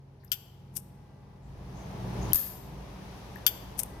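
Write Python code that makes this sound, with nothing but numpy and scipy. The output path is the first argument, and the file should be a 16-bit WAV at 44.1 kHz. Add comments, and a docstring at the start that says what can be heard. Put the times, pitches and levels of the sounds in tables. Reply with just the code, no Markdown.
"""A metal lighter, handled close to the left microphone in a small, humming room.
At 0.3 s the lid clinks open, shell ringing and cam rattling; at 0.8 s the wheel rasps on the flint.
A faint whine passes far off and fingers rub the case while the recorder's gain creeps up, lifting
the room's rumble, hum and hiss. At 2.3 s the lid snaps shut into the limiter and the gain ducks.
At 3.5 s the lid opens again; at 3.8 s the wheel is struck harder, and the distant whine returns."""
import sys
import numpy as np
from scipy import signal
from scipy.fft import rfft, irfft
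from scipy.io import wavfile
from scipy.ndimage import uniform_filter1d, minimum_filter1d

SR = 44100
rng = np.random.default_rng(int(sys.argv[2]) if len(sys.argv) > 2 else 0)


def output_pcm(signal):
    """Save a mono or channel-first signal as 16-bit PCM at the path in sys.argv[1].

    Samples are clipped to [-1, 1] before scaling.
    """
    pcm = np.clip(np.atleast_2d(signal).T, -1, 1) * 32767
    wavfile.write(sys.argv[1], SR, np.round(pcm).astype(np.int16))


N = 176400

# The lid slams on the case and bounces. Each row: start in seconds, level in dB.
LID_BLOWS = [(2.3325, 23.5), (2.3349, 11), (2.336, 11)]
# Colour of the closed case. Each row: frequency in Hz, relative level in dB.
CASE_COLOUR = [(200, -29), (1500, -29.5), (2700, -31.5), (4000, -29), (5500, -16.5), (6700, -22),
               (7600, -21), (9000, -18), (10400, -16.5), (11000, -15), (11600, -6.5), (12500, -3),
               (13300, 0), (13950, -33), (14400, -4.5), (15200, -28), (16000, -40)]
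# The lid flips open. Each row: start in seconds, level in dB, ring against rattle in dB.
LID_FLIPS = [(0.3176, -7, -2.5), (3.465, -3.5, 3)]
# Modes of the open lid and case. Each row: frequency in Hz, level in dB, t60 in seconds.
LID_MODES = [(1588, -42, 0.074), (2700, -41, .05), (3146, -21, 0.074), (3494, -17, .055), (4560, -15, .025),
             (4820, -23.5, 0.05), (5060, -30.5, .03), (6120, -16.5, 0.035), (7680, -26, 0.033),
             (8790, -24, .05), (10800, -30.5, 0.07), (11660, -16, 0.077), (12000, -31, .16),
             (12285, -15.5, 0.071), (12800, -33, 0.17), (12810, -21, 0.1), (15115, -22.5, 0.083)]
# Colour of the sprung cam's rattle. Each row: frequency in Hz, relative level in dB.
CAM_COLOUR = [(200, -19.5), (1100, -36), (1450, -8), (2100, -11.5), (3300, 5), (3950, -10.5), (4700, -2.5),
              (5900, -4.5), (6700, -14.5), (7500, 1.5), (8100, -17), (8700, -6), (10200, -12), (11200, -34),
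              (12150, 11), (13700, -13), (15100, -6.5), (16000, -35)]
# Strokes of the flint wheel. Each row: peak time, rise and fall in seconds, level in dB.
WHEEL_STROKES = [(0.771, 0.0071, 0.0077, -25.5), (3.7948, 0.0041, 0.005, -15.5),
                 (3.835, 0.0015, 0.00091, -17.5)]
# Single teeth catch on the flint. Each row: start in seconds, level in dB.
TOOTH_CATCHES = [(0.7428, -55), (0.758, -29), (0.7648, -29), (0.7706, -34), (0.778, -21), (0.7852, -31),
                 (0.8013, -38.5), (3.7928, -11.5), (3.7972, -9), (3.8021, -12), (3.8088, -22),
                 (3.8158, -23)]
# Colour of the flint. Each row: frequency in Hz, relative level in dB.
FLINT_COLOUR = [(300, -20), (1300, -23), (2500, -16), (4400, -19), (5700, -6), (7000, -10), (8600, -0.5),
                (10000, -4), (11800, 3), (12900, -4.5), (14100, -2), (15300, -14), (16000, -31)]
# The thumb nudges the lid. 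Each row: start in seconds, level in dB.
THUMB_NUDGES = [(0.2382, -54), (0.2455, -51), (0.2478, -42.5), (3.357, -42.5), (3.3685, -50), (3.374, -48),
                (3.384, -51)]
# Colour of the lid shifting on its catch. Each row: frequency in Hz, relative level in dB.
CATCH_COLOUR = [(1000, -26.5), (5000, -29.5), (9000, -16.5), (11500, -17.5), (12300, -2), (12850, 3),
                (13600, -14), (15500, -23)]
# The hinge creaks. Each row: start and length in seconds, pitch in Hz, level in dB.
HINGE_CREAKS = [(0.231, 0.013, 1800, -55), (0.277, .008, 5200, -56), (2.3203, 0.0045, 3100, -31),
                (2.323, .005, 5000, -44), (3.358, 0.0066, 1800, -33.5)]
# Fingers rub the case. Each row: start and length in seconds, centre and width in Hz, level in dB.
FINGER_RUBS = [(0.192, .04, 4620, 2000, -71.5), (1.413, 0.077, 7400, 3000, -74),
               (1.703, 0.19, 6320, 250, -66), (1.757, 0.066, 6600, 3000, -63),
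               (2.212, 0.029, 6490, 1000, -47)]

# Colour of the room noise. Each row: frequency in Hz, relative level in dB.
AIR_COLOUR = [(20, -15), (34, -7.5), (48, 3), (70, 5), (90, -7), (140, -2.5), (190, -1.5), (250, -7.5),
              (400, -9.5), (600, -12), (900, -11), (1400, -21), (2000, -22.5), (3200, -25.5), (4500, -28),
              (6000, -29.5), (7300, -38.5), (8400, -40.5), (9800, -37.5), (13500, -39), (15500, -47)]
# How alike that noise is at the two microphones. Each row: frequency in Hz, correlation.
AIR_CORRELATION = [(35, 0.91), (70, 1), (150, 0.88), (350, 0.77), (700, 0.38), (1500, 0.067),
                   (10000, 0.061)]
# Its lean to the left microphone. Each row: frequency in Hz, left minus right in dB.
AIR_BALANCE = [(50, 1.5), (400, 0), (1200, 0.5), (4000, 4), (7000, 6.5), (10000, 10), (15000, 5)]
# The recorder's gain on the room noise, a set curve that creeps up and ducks at the snap.
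# Each row: time in seconds, then gain of rumble, bass, middle and treble in dB.
RECORDER_GAIN = [(0, -14, -10, -12, -17), (.45, -11, -9.5, -10.5, -13), (.7, -17, -2.5, -10, -11.5),
                 (1.43, -9, -3.5, -6.5, -12), (1.49, 2.5, 0.5, -4.5, -7.5), (1.83, 1, 2, 5, 2),
                 (2.05, 10, 9.5, 8.5, 5), (2.312, 10, 14.5, 13, 11), (2.37, 0, -3, 2, -2),
                 (2.62, -6, 0.5, 1.5, -1), (2.75, -7, 4.5, 3, 0.5), (2.82, 0, 0, 3.5, 1),
                 (3.15, -3, 1, 2.5, 4), (3.7, 1, 0, 3.5, 2), (4, 4.5, 0.5, 2.5, -0.5)]
# Centres of rumble, bass, middle and treble in Hz.
BAND_CENTRES = [60, 140, 650, 3500]
# A machine hums in the room. Each row: pitch in Hz, first and last level in dB before the gain.
HUM_TONES = [(55.4, -58, -53), (92.7, -50, -61.5), (115.8, -50.5, -51), (136.8, -43.5, -56),
             (187.5, -54, -55), (394, -62.5, -69), (836, -70.5, -67), (991, -77, -71.5)]
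# A faint whine far off. Each row: start and length in seconds, pitch in Hz, level in dB.
WHINE_TONES = [(0.852, 0.63, 1975, -78), (0.901, .5, 1585, -78), (1.05, 0.42, 1180, -75),
               (3.89, 0.15, 1975, -62), (3.888, .2, 1585, -64)]
# Decay of the room. Each row: frequency in Hz, t60 in seconds.
ROOM_DECAY = [(300, 0.27), (3000, 0.81), (5500, .72), (8000, 0.72), (12000, 0.49), (15500, 0.51)]
# Colour of the reverberation. Each row: frequency in Hz, relative level in dB.
TAIL_COLOUR = [(1000, 7), (3300, 0), (5500, -1), (9000, -3), (12200, 1), (15000, 3)]
# Early echoes. Each row: delay in seconds, level against the tail in dB.
EARLY_ECHOES = [(.0125, -8.5), (.0138, -13), (.0252, -7), (.0278, -13)]


def lid_shuts(spread_s=0.0011):
    """The lid hits the rim and bounces; the closed case answers with a bright, short crack."""
    t = np.arange(0, spread_s, 1 / SR)
    # The thin shell spreads each blow in time, low notes first.
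    sweep = np.cos(np.pi * SR / 2 * t ** 2 / spread_s)
    blows = knocks(LID_BLOWS, t60=0.015, rough=0.04)
    spread = signal.oaconvolve(blows, sweep / np.linalg.norm(sweep))[:N]
    return colour(spread, CASE_COLOUR)


def thump(hz=57.5, db=-27.5, length_s=0.026):
    """The slam gives the hand a low push, alike at both microphones."""
    out, t = np.zeros(N), np.arange(0, length_s, 1 / SR)
    push = -amp(db) * np.sin(np.pi * t / length_s) ** 2
    add(out, LID_BLOWS[0][0], push * np.sin(2 * np.pi * hz * t))
    return out


def lid_opens(rattle_db=-12.5, rattle_t60=0.1, rest_s=0.028):
    """The cam throws the lid open: the shell rings while the cam rattles to rest."""
    out, t = np.zeros(N), np.arange(SR // 4) / SR
    for start, db, ring_db in LID_FLIPS:
        ring = sum(amp(level - 60 * t / t60) * np.sin(2 * np.pi * (hz * t + rng.random()))
                   for hz, level, t60 in LID_MODES)
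        fade = amp(rattle_db - 60 * t / rattle_t60) / (1 + (t / rest_s) ** 8)
        rattle = colour(fade * grit(len(t), per_s=7100, spread_db=5), CAM_COLOUR)
        add(out, start, amp(db) * (amp(ring_db) * ring + rattle))
    return out


def flint_wheel():
    """The wheel grinds the flint in a rasp that rises and dies; single teeth snap through."""
    t = np.arange(N) / SR
    force = sum(amp(db) * np.exp(-np.maximum((peak - t) / rise, (t - peak) / fall))
                for peak, rise, fall, db in WHEEL_STROKES)
    rasp = force * grit(N, per_s=5100, spread_db=5)
    return colour(rasp + knocks(TOOTH_CATCHES, t60=0.0018), FLINT_COLOUR)


def hinge(waver=0.067):
    """The lid ticks on its catch and creaks briefly as it starts to move."""
    out = colour(knocks(THUMB_NUDGES, t60=0.017), CATCH_COLOUR)
    for start, length, hz, db in HINGE_CREAKS:
        t = np.arange(0, length, 1 / SR)
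        pitch = hz * (1 + waver * drift(SR // 4, hz=600)[:len(t)])
        add(out, start, amp(db) * np.sin(np.pi * t / length) * tone(pitch))
    return out


def fingers():
    """Skin slides on the polished case with a faint, narrow hiss."""
    out = np.zeros(N)
    for start, length, hz, width_hz, db in FINGER_RUBS:
        t = np.arange(0, length, 1 / SR)
        slip = drift(SR, width_hz / 2) + 1j * drift(SR, width_hz / 2)
        hiss = (slip[:len(t)] * np.exp(2j * np.pi * hz * t)).real
        add(out, start, amp(db) * np.sin(np.pi * t / length) * hiss)
    return out


def room_noise(base_db=-48):
    """The room's rumble, hum and hiss, lifted and ducked band by band by the recorder's gain."""
    t, hz = np.arange(N) / SR, np.fft.rfftfreq(N, 1 / SR)
    times, *levels = np.transpose(RECORDER_GAIN)
    gains = [amp(np.interp(t, times, level)) for level in levels]
    left, independent = rfft(rng.standard_normal((2, N))) * amp(read(AIR_COLOUR, hz))
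    alike = np.clip(read(AIR_CORRELATION, hz), -1, 1)
    right = alike * left + np.sqrt(1 - alike ** 2) * independent
    pair = np.array([left, right]) * amp(np.outer([0.5, -0.5], read(AIR_BALANCE, hz)))
    pair *= amp(base_db) / np.std(irfft(pair.mean(0), N))
    bands = [read(list(zip(BAND_CENTRES, weights)), hz) for weights in np.eye(len(gains))]
    air = sum(gain * irfft(pair * band, N) for gain, band in zip(gains, bands))
    return air + gains[1] * machine_hum()  # the hum takes the bass gain


def machine_hum(flutter_db=3, waver_hz=0.98):
    """A machine in the room hums; each tone wavers slowly in level and pitch."""
    out = np.zeros(N)
    for hz, first_db, last_db in HUM_TONES:
        level = np.linspace(first_db, last_db, N) + flutter_db * drift(N, hz=1.1)
        out += amp(level) * tone(hz + waver_hz * drift(N, hz=3))
    return out


def distant_whine():
    """Thin tones of steady pitch fade in and out far from the microphones."""
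    out = np.zeros(N)
    for start, length, hz, db in WHINE_TONES:
        t = np.arange(0, length, 1 / SR)
        fade = np.sqrt(abs(np.sin(np.pi * t / length)))
        add(out, start, amp(db) * fade * np.sin(2 * np.pi * hz * t))
    return out


def room_response(onset_s=0.0078, right_db=-6.5):
    """The small room at both microphones: a few echoes and a tail that dies band by band."""
    hz, t, noise = signal.stft(rng.standard_normal((2, SR)), SR, nperseg=256)
    decay = amp(read(TAIL_COLOUR, hz)[:, None] - 60 * t / read(ROOM_DECAY, hz)[:, None])
    tail = signal.istft(noise * decay, SR, nperseg=256)[1]
    tail *= np.clip(np.arange(tail.shape[1]) / SR / onset_s, 0, 1) ** 4
    tail /= np.linalg.norm(tail[0])
    for channel in tail:
        for delay, db in EARLY_ECHOES:
            add(channel, delay + rng.uniform(0, 0.00016), amp([db]))
    return tail * amp([[0], [right_db]])


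def near_left_mic(x, right_db, room_db, lag_s=0.00018):
    """The left microphone hears a source directly, the right one later, shaded and scattered."""
    t = np.arange(SR // 100) / SR
    path = 0.043 * rng.standard_normal(len(t)) * np.exp(-t / 0.00055)
    add(path, lag_s, np.ones(1))
    right = amp(right_db) * signal.oaconvolve(x, path / np.linalg.norm(path))[:N]
    reverb = signal.fftconvolve(x[None], room_response(), axes=1)[:, :N]
    return np.array([x, right]) + amp(room_db) * reverb


def knocks(rows, t60, rough=1):
    """Short contacts: a sharp blow and a rough burst that dies at once."""
    out, t = np.zeros(N), np.arange(SR // 20) / SR
    for start, db in rows:
        burst = np.where(t > 0, rough * rng.choice([-1, 1], len(t)), 1)
        add(out, start, amp(db - 60 * t / t60) * burst)
    return out


def grit(size, per_s, spread_db):
    """Dense tiny impacts of random sign and strength."""
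    hits = (rng.random(size) < per_s / SR) * rng.choice([-1, 1], size)
    return unit(hits * amp(spread_db * np.minimum(rng.exponential(1, size), 4)))


def drift(size, hz):
    """Smooth random motion up to about the given rate."""
    lowpass = np.exp(-(np.fft.rfftfreq(size, 1 / SR) / hz) ** 2)
    return unit(irfft(rfft(rng.standard_normal(size)) * lowpass, size))


def colour(x, points):
    """Minimum-phase filter of unit energy with the given spectrum."""
    log_gain = np.log(amp(read(points, abs(np.fft.fftfreq(2048, 1 / SR)))))
    taps = np.fft.ifft(np.exp(np.conj(signal.hilbert(log_gain)))).real[:1024]
    return signal.oaconvolve(x, taps / np.linalg.norm(taps))[:len(x)]


def tone(hz):
    """A sine that follows a moving pitch."""
    return np.sin(2 * np.pi * np.cumsum(hz) / SR)


def read(points, hz):
    """Reads a spectrum table on a log-frequency axis."""
    f, value = np.transpose(points)
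    return np.interp(np.log(hz + 1), np.log(f + 1), value)


def add(mix, start, sound):
    """Mixes a sound in at a start in seconds."""
    part = mix[round(start * SR):][:len(sound)]
    part += sound[:len(part)]


def amp(db):
    """Decibels to gain."""
    return 10 ** (np.asarray(db) / 20)


def unit(x):
    """Scales to an rms of one."""
    return x / np.sqrt(np.mean(x ** 2) + 1e-20)


def scene():
    """The lighter close up on the left, the room behind it."""
    return (near_left_mic(lid_opens(), right_db=-14, room_db=-18)
            + near_left_mic(lid_shuts(), right_db=-13.5, room_db=-12)
            + near_left_mic(flint_wheel(), right_db=-21, room_db=-21)
            + near_left_mic(hinge(), right_db=-23.5, room_db=-12.5)
            + near_left_mic(fingers(), right_db=-13, room_db=-1.5)
            + thump() + room_noise() + distant_whine())


def record(dry, lookahead_s=0.0041, release_db_per_s=901, cutoff_hz=16300):
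    """The recorder's look-ahead limiter holds peaks to full scale; a low-pass follows."""
    ahead = round(lookahead_s * SR)
    over_db = np.maximum(20 * np.log10(abs(dry).max(0) + 1e-9), 0)
    held_db = -minimum_filter1d(-over_db, 2 * ahead)
    release = np.arange(N) * release_db_per_s / SR
    cut_db = np.maximum.accumulate(held_db + release) - release
    limited = dry * amp(-uniform_filter1d(cut_db, ahead))
    lowpass = signal.firwin(255, cutoff_hz, window=("kaiser", 8), fs=SR)
    return signal.oaconvolve(limited, lowpass[None], "same")


dry = scene()
out = record(dry)
output_pcm(out)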